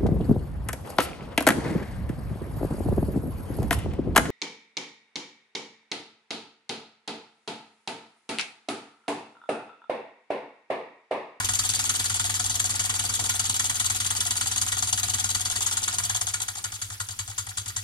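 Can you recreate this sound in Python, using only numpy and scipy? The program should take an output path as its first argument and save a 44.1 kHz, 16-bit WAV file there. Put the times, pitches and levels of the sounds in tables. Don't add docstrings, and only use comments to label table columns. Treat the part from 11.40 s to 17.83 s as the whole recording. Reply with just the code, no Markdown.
import sys
import numpy as np
from scipy import signal
from scipy.fft import rfft, irfft, next_fast_len
from scipy.io import wavfile
from scipy.ndimage import uniform_filter1d

SR = 44100
rng = np.random.default_rng(int(sys.argv[2]) if len(sys.argv) > 2 else 0)


def level_to_linear(level):
    exponent = np.asarray(level, float) / 20
    return 10 ** exponent


def store_pcm(level_fs):
    pcm = np.round(np.clip(level_fs, -1, 1) * 32767).astype(np.int16)
    wavfile.write(sys.argv[1], SR, np.atleast_2d(pcm).T)


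N = 283563


def along(points, hz):
    f, value = np.transpose(points)
    return np.interp(np.log(hz + 1), np.log(f + 1), value)


def unit(x):
    return x / np.sqrt(np.mean(x ** 2) + 1e-20)


def filtered(x, response):
    size = next_fast_len(N + SR // 2)
    spectrum = rfft(x, size) * response(np.fft.rfftfreq(size, 1 / SR))
    return irfft(spectrum, size)[..., :N]


def ringing(modes, f):
    total = 0
    for k, (centre, width, left_db, right_db) in enumerate(modes):
        peak = 1j * f * width / (centre ** 2 - f ** 2 + 1j * f * width)
        total = total + (-1) ** k * level_to_linear([[left_db], [right_db]]) * peak
    return total


def bursts(times, level_db, rise_s, t60_s):
    power = np.zeros(N + 2 * SR)
    t = np.arange(SR // 4) / SR
    shape = (1 - np.exp(-t / rise_s)) * level_to_linear(-60 * t / t60_s)
    shape /= shape.max()
    for s, db in zip(times, level_db):
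        start = round((s + 0.5) * SR)
        power[start:start + len(t)] += (level_to_linear(db) * shape) ** 2
    return np.sqrt(power[SR // 2:][:N])


def grit(envelope, response, alike, lag_s, rough_db, patchy_db, ticks=0):
    sputter = level_to_linear(rough_db * unit(uniform_filter1d(rng.standard_normal(N), size=24)))
    z = signal.stft(rng.standard_normal((3, N)), nperseg=128)[2]
    field = uniform_filter1d(rng.standard_normal(z.shape[1:]), size=3, axis=0)
    field = uniform_filter1d(field, size=8, axis=1)
    patchy = signal.istft(z * level_to_linear(patchy_db * unit(field)), nperseg=128)[1][:, :N]
    noise = unit(sputter * patchy)
    noise[0] += ticks * (rng.random(N) < 0.006) * rng.standard_normal(N)
    pair = np.sqrt(alike) * noise[0] + np.sqrt(1 - alike) * noise[1:]

    def late(f):
        return response(f) * np.exp(-2j * np.pi * f * lag_s * np.array([[0], [1]]))

    return filtered(pair * envelope, late) / np.std(filtered(pair, late))


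# t/s, chuff level/dB, then tail, piston knock, frame knock level/dB re chuff
DOWN_STROKES = [(-0.0145, -21.5, -5, 0, -2), (0.0866, -22.5, -4, -10, -13), (0.188, -20, -11.5, -13, -25),
                (0.2896, -19, -14, -20.5, -20), (0.3897, -21.5, -7, -11, -19.5),
                (0.4913, -17.5, -16, -14.5, -28), (0.5932, -20.5, -11, -14, -22),
                (0.695, -24.5, -3, -10.3, -14), (0.794, -22.5, -5, -11.5, -17.2),
                (0.894, -24, -5.5, -13, -15), (0.9938, -24, -2.5, -10.2, -13),
                (1.094, -28.5, 3, -9.5, -9.5), (1.1942, -20, -9, -14, -26), (1.2917, -28, 2.5, -9.2, -8),
                (1.3919, -23, -1.9, -8.5, -16), (1.4925, -22.5, -8, -13.1, -14),
                (1.591, -23.5, -5, -11.5, -15), (1.69, -23, -9, -13, -16.2),
                (1.7906, -25, -1.9, -10, -12.5), (1.8907, -19, -9, -15.5, -24),
                (1.9926, -22.5, -5.5, -13, -13), (2.0934, -21.5, -9, -16.5, -15),
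                (2.1923, -21.5, -3.5, -9, -21), (2.294, -21.5, -8.5, -11, -19.5),
                (2.3961, -20, -6.5, -13.5, -19), (2.497, -22, -7, -8.5, -18),
                (2.6003, -23, -7.5, -13.5, -25), (2.7026, -21, -16, -14, -19),
                (2.8036, -19.5, -15, -16, -26), (2.905, -20, -12, -15.5, -27),
                (3.0076, -21.5, -6, -10.5, -21), (3.1118, -24.5, -3.2, -12, -14.5),
                (3.2132, -18.5, -19, -17, -21), (3.3182, -23, -5.5, -10, -14), (3.4223, -24, -2, -14, -14),
                (3.5255, -19.5, -10.5, -20, -17), (3.6303, -21.5, -8, -12, -15),
                (3.7351, -21.5, -8.5, -13, -17.5), (3.8393, -23.5, -4.5, -11, -16),
                (3.9451, -21.5, -7, -15, -17), (4.0496, -25.5, -2.5, -10.6, -12),
                (4.1552, -25.5, -0.5, -13, -16.5), (4.261, -23, -3, -11, -21),
                (4.3683, -23, -8.5, -12.0, -14.5), (4.4753, -26.5, -1.8, -6, -13.9),
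                (4.5822, -22, -8.5, -10, -14.8), (4.6942, -22.5, -9.5, -11, -15),
                (4.8096, -21, -19, -19, -17.5), (4.9365, -25.5, -5, -9.7, -16),
                (5.08, -26, -14, -12.5, -16.0), (5.2393, -26.5, -9, -9.5, -17.5),
                (5.415, -28, -4.5, -11, -24), (5.599, -25, -12, -12.5, -24), (5.7885, -27, -8, -10, -20),
                (5.9778, -25.5, -4, -12, -28), (6.1704, -26, -4.1, -12, -22.2),
                (6.3615, -26, -5.5, -13.5, -22)]
# t/s, tick level/dB, then first puff, second puff, frame knock, piston knock level/dB re tick
UP_STROKES = [(0.0324, -32, 7.5, 7.5, -10, -11), (0.135, -22.5, -3.2, -5, -21, -19),
              (0.2366, -26, 0, -1, -10, -15), (0.3363, -23, 0, -3, -18, -20),
              (0.4395, -24.0, 0, -3, -14, -16), (0.5394, -27, 1.7, -1, -13, -13.4),
              (0.642, -23, 0, -11, -19, -17), (0.742, -22, -9, -3, -16.5, -19.0),
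              (0.8415, -25, 0, -3, -10.5, -15.3), (0.941, -22.5, -1, -11, -19, -17),
              (1.0416, -23.5, -5, 1, -17, -17.6), (1.141, -24.5, 0.3, -13.5, -11.5, -17.0),
              (1.2408, -23.5, -1.9, -4.5, -13.5, -16), (1.3402, -29, 1, 2, -8.5, -13.6),
              (1.439, -26.5, 3, -17, -11.5, -15.5), (1.5395, -26, 0.5, -1, -9.5, -15),
              (1.638, -26.5, 2, -4.5, -11.5, -16), (1.738, -22.5, -2, -8, -21, -16.3),
              (1.8392, -24, -4, -0.5, -12.5, -18), (1.9393, -27.5, 0, 0.6, -7.5, -14.5),
              (2.0405, -27.5, 1, 2, -13, -16), (2.142, -22, -9, -3, -15, -18),
              (2.241, -23, -1.5, -6, -17, -19), (2.3433, -28.5, 4, -1.5, -8.5, -13),
              (2.4439, -23, -1, -5.5, -22, -16), (2.5461, -24.1, -1, -4, -17.6, -18),
              (2.6464, -24.5, -1, -3, -22, -12.5), (2.7498, -26, -2, 0, -12.5, -16),
              (2.8512, -27.3, 3.5, -2, -9, -11.3), (2.954, -29.5, 8.5, -9, -9, -9),
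              (3.0576, -26.5, 4, -7, -12, -16), (3.1592, -23, -6, -1, -13.5, -18),
              (3.2634, -26.0, -1.5, 0.9, -16.4, -15), (3.367, -26, -1.5, 1.6, -10, -17),
              (3.471, -27, 1, -1.5, -15, -15), (3.5754, -24, 0, -10, -16, -16.5),
              (3.681, -29, 2, 3, -10, -9.5), (3.7834, -25, 0, 0, -11, -17.5),
              (3.8899, -24, 1, -13, -19, -18), (3.9942, -28.5, 2, -3, -10, -13),
              (4.0992, -25, 0, -5, -15.3, -15.5), (4.206, -24, -1, 1, -13.5, -16.5),
              (4.311, -25.5, 2, -12, -10, -14.5), (4.4184, -31, 5.5, 5.3, -10, -12),
              (4.526, -28.5, 2.7, -5, -10, -13.6), (4.636, -23.5, -2.5, -14, -16.5, -20),
              (4.7465, -23.5, -0.5, -12, -15.8, -16), (4.868, -23, -5, -7, -19.5, -16.5),
              (5.001, -26.5, 0, -14, -13.5, -15.5), (5.1528, -33, -1.7, 0.5, -6.5, -6),
              (5.3193, -30, -4, -4.2, -15.5, -15), (5.5007, -32.5, -3, -6.5, -12.2, -14),
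              (5.687, -30.5, -4.1, -9, -11.5, -14), (5.876, -31.5, -5, -5.0, -10.5, -13.5),
              (6.0669, -33.5, -0.4, -5, -9.5, -10), (6.2589, -30.5, -1, -5, -14, -12)]


def strokes():
    down, up = np.transpose(DOWN_STROKES), np.transpose(UP_STROKES)
    turn = np.diff(down[0])
    return down, up, np.append(turn, turn[-1])[:up.shape[1]]


# f/Hz, level/dB per Hz
VENT_COLOUR = [(1800, -23.5), (2600, -10), (3200, -3.5), (5400, -6), (6500, 3), (9600, -2), (11000, -5),
               (14000, -28), (16000, -51)]
# f/Hz, width/Hz, left level/dB, right level/dB
TUBES = [(3362, 140, -1.5, 6), (3936, 74, 12, 2), (4170, 96, -26, -8), (4616, 89, 13, 12.5),
         (6530, 750, -2.5, -18), (7384, 110, 12, 12), (9370, 41, -6, 9), (2966, 73, -14, 12)]
# f/Hz, level/dB per Hz
JET_COLOUR = [(6000, -15), (9000, 0), (11500, 0), (13500, -6), (16000, -35)]


def exhaust():
    down, up, turn = strokes()
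    chuff = bursts(down[0], down[1] + 1, rise_s=0.0017, t60_s=0.078)
    tail = bursts(down[0] + 0.0017, down[1] + down[2] + 1, rise_s=0.0027, t60_s=0.17)
    tick = bursts(up[0], up[1] + 2, rise_s=0.00028, t60_s=0.057)
    first_puff = bursts(up[0] + 0.097 * turn, up[1] + up[2] + 1, rise_s=0.0053, t60_s=0.062)
    second_puff = bursts(up[0] + 0.17 * turn, up[1] + up[3] + 1, rise_s=0.0026, t60_s=0.061)
    flow = np.sqrt(chuff ** 2 + tail ** 2 + tick ** 2 + first_puff ** 2 + second_puff ** 2)

    def tubing(f):
        side_db = np.array([[1.2], [-1.2]])
        return level_to_linear(along(VENT_COLOUR, f) + side_db) * (1 + ringing(TUBES, f))

    spit = grit(flow, tubing, alike=0.62, lag_s=0.0002184, rough_db=2.5, patchy_db=2, ticks=4.45)
    thin = bursts(down[0] + 0.0036, down[1] - 17, rise_s=0.0032, t60_s=0.24)
    thin += bursts(up[0] + 0.08 * turn, up[1] + up[2] - 12, rise_s=0.0036, t60_s=0.15)
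    jet = grit(thin, lambda f: level_to_linear(along(JET_COLOUR, f)),
               alike=0.26, lag_s=0.000498, rough_db=6.0, patchy_db=4.0)
    return spit + jet


# f/Hz, width/Hz, left level/dB, right level/dB
CYLINDER = [(996, 82, -5, -4.5), (1224, 108, -5.5, -2.5), (1413, 94, -2.5, 1.5), (1704, 87, -11, -1.5),
            (1935, 52, 2.5, -1), (2286, 68, -11, -0.5)]


def piston_knocks():
    down, up, turn = strokes()
    slap = bursts(down[0] + 0.001, down[1] + down[3] + 3, rise_s=0.0005, t60_s=0.11)
    slap += bursts(up[0], up[1] + up[5] + 3, rise_s=0.0023, t60_s=0.056)
    slap += bursts(up[0] + 0.19 * turn, up[1] + up[5] - 1.5, rise_s=0.0051, t60_s=0.075)
    return grit(slap, lambda f: ringing(CYLINDER, f),
                alike=0.92, lag_s=0.00018, rough_db=2.0, patchy_db=2.5, ticks=4.7)


# f/Hz, width/Hz, left level/dB, right level/dB
FRAME = [(527, 39, -14.5, -15.5), (704, 46, 4, -6.5), (823, 160, 1.5, -9.5)]


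def frame_knocks():
    down, up, turn = strokes()
    shake = bursts(down[0] + 0.00066, down[1] + down[4] + 3, rise_s=0.00069, t60_s=0.077)
    shake += bursts(up[0] + 0.0017, up[1] + up[4] + 3, rise_s=0.0027, t60_s=0.025)
    shake += bursts(up[0] + 0.118 * turn, up[1] + up[4] - 1.5, rise_s=0.0012, t60_s=0.055)
    return grit(shake, lambda f: ringing(FRAME, f),
                alike=0.92, lag_s=0.0007, rough_db=2.0, patchy_db=1.0)


def even_strokes():
    down, up, _ = strokes()
    push = signal.savgol_filter(down[0], 7, 3)
    pull = push[:-1] + signal.savgol_filter(up[0] - down[0][:-1], 7, 3)
    return push, pull


# f/Hz, level/dB, t60/s
BENCH_PAIR = [(107, 0, .32), (94.5, 0, .32)]
# f/Hz, level/dB, t60/s
BENCH_MODES = [(58.4, -11, 0.33), (147, -21.5, 0.24), (250, -18.5, 0.084)]
# f/Hz, level/dB per Hz
RUMBLE_COLOUR = [(20, -33), (50, -2.5), (100, 4.5), (135, -14), (250, -15.5), (400, -27.5), (600, -49.5)]


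def bench():
    push, pull = even_strokes()
    kicks = np.zeros(N + SR)
    kicks[np.round((push + 0.503) * SR).astype(int)] = level_to_linear(0.7 * rng.standard_normal(len(push)))
    kicks[np.round((pull + 0.502) * SR).astype(int)] = -level_to_linear(-2.5 + 0.7 * rng.standard_normal(len(pull)))
    t = np.arange(SR // 2) / SR
    board = np.zeros(len(t))
    for k, (hz, db, t60) in enumerate(BENCH_PAIR + BENCH_MODES):
        board += (-1) ** k * level_to_linear(db - 60 * t / t60) * np.sin(2 * np.pi * hz * t)
    sway = signal.fftconvolve(kicks, board)[SR // 2:][:N]
    sway /= np.sqrt(np.abs(uniform_filter1d(sway ** 2, size=SR // 3)) + 1e-9)
    rumble = grit(1, lambda f: level_to_linear(along(RUMBLE_COLOUR, f)),
                  alike=0.95, lag_s=0.0001, rough_db=2.5, patchy_db=0.0)
    s, _, drive_db = np.transpose(AIR_SUPPLY)
    drive = level_to_linear(np.interp(np.arange(N) / SR, s, drive_db))
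    return drive * (sway + level_to_linear(-13) * rumble)


# multiple of shaft speed, level/dB at ten turns a second
GEAR_HUM = [(24, -58), (25, -57)]


def gear():
    push, _ = even_strokes()
    turns = np.interp(np.arange(N) / SR, push, np.arange(len(push)))
    speed = uniform_filter1d(np.gradient(turns) * SR, size=SR // 5)
    angle = 2 * np.pi * np.cumsum(speed) / SR
    return sum(level_to_linear(db) * (speed / 10) ** 5 * np.sin(k * angle) for k, db in GEAR_HUM)


# t/s, leaking air level/dB, bench drive level/dB
AIR_SUPPLY = [(0.0, -34.5, -39.5), (0.55, -33, -44), (0.7, -34.5, -40), (1.23, -36.5, -40.5),
              (2.11, -34.5, -40.5), (2.18, -36.5, -44.5), (2.54, -36, -40.5), (3.01, -36, -43),
              (3.65, -38, -40), (4.48, -37, -46), (4.69, -38.5, -42), (4.89, -41, -44.5),
              (5.17, -44.5, -50), (5.5, -44.5, -44.5), (6.11, -47, -44.5), (6.43, -43.5, -42.5)]
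# f/Hz, level/dB per Hz
SEEP_COLOUR = [(150, -2.5), (400, -8), (700, -13.5), (2300, -3.5), (4000, -2), (7000, -1.5), (10000, -3.5),
               (13000, -13.5), (16000, -25)]


def leak():
    s, leak_db, _ = np.transpose(AIR_SUPPLY)
    level = level_to_linear(np.interp(np.arange(N) / SR, s, leak_db) - 0.5)

    def joints(f):
        return level_to_linear(along(SEEP_COLOUR, f)) * (1 + 0.32 * ringing(TUBES, f))

    return grit(level, joints, alike=0.24, lag_s=0.000195, rough_db=-2.2, patchy_db=4.0)


# f/Hz, t60/s
SHOP_DECAY = [(300, 0.62), (2000, 0.31), (10000, 0.1)]


def shop(x):
    hz, t, z = signal.stft(rng.standard_normal((2, SR // 3)), SR, nperseg=256)
    fade = level_to_linear(-60 * t / along(SHOP_DECAY, hz)[:, None])
    tail = signal.istft(z * fade, SR, nperseg=256)[1]
    tail /= np.linalg.norm(tail[0])
    delayed = np.pad(x, ((0, 0), (300, 0)))
    return signal.fftconvolve(delayed, tail, axes=1)[:, :N]


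def scene():
    engine = exhaust() + piston_knocks() + frame_knocks()
    return engine + level_to_linear(-13.5) * shop(engine) + bench() + gear() + leak()


def band_limit(x):
    return signal.sosfilt(signal.butter(12, 16500, fs=SR, output="sos"), x)


# f/Hz, level/dB per Hz
HISS_COLOUR = [(100, -15), (1000, -9), (6000, -4), (12000, 10), (16000, -2)]


def record(dry):
    hiss = grit(level_to_linear(-53), lambda f: level_to_linear(along(HISS_COLOUR, f)),
                alike=0.1, lag_s=0.0001, rough_db=3.0, patchy_db=-3.0)
    mix = filtered(dry + hiss, lambda f: f < 15950)
    return band_limit(mix)


dry = scene()
out = record(dry)
store_pcm(out)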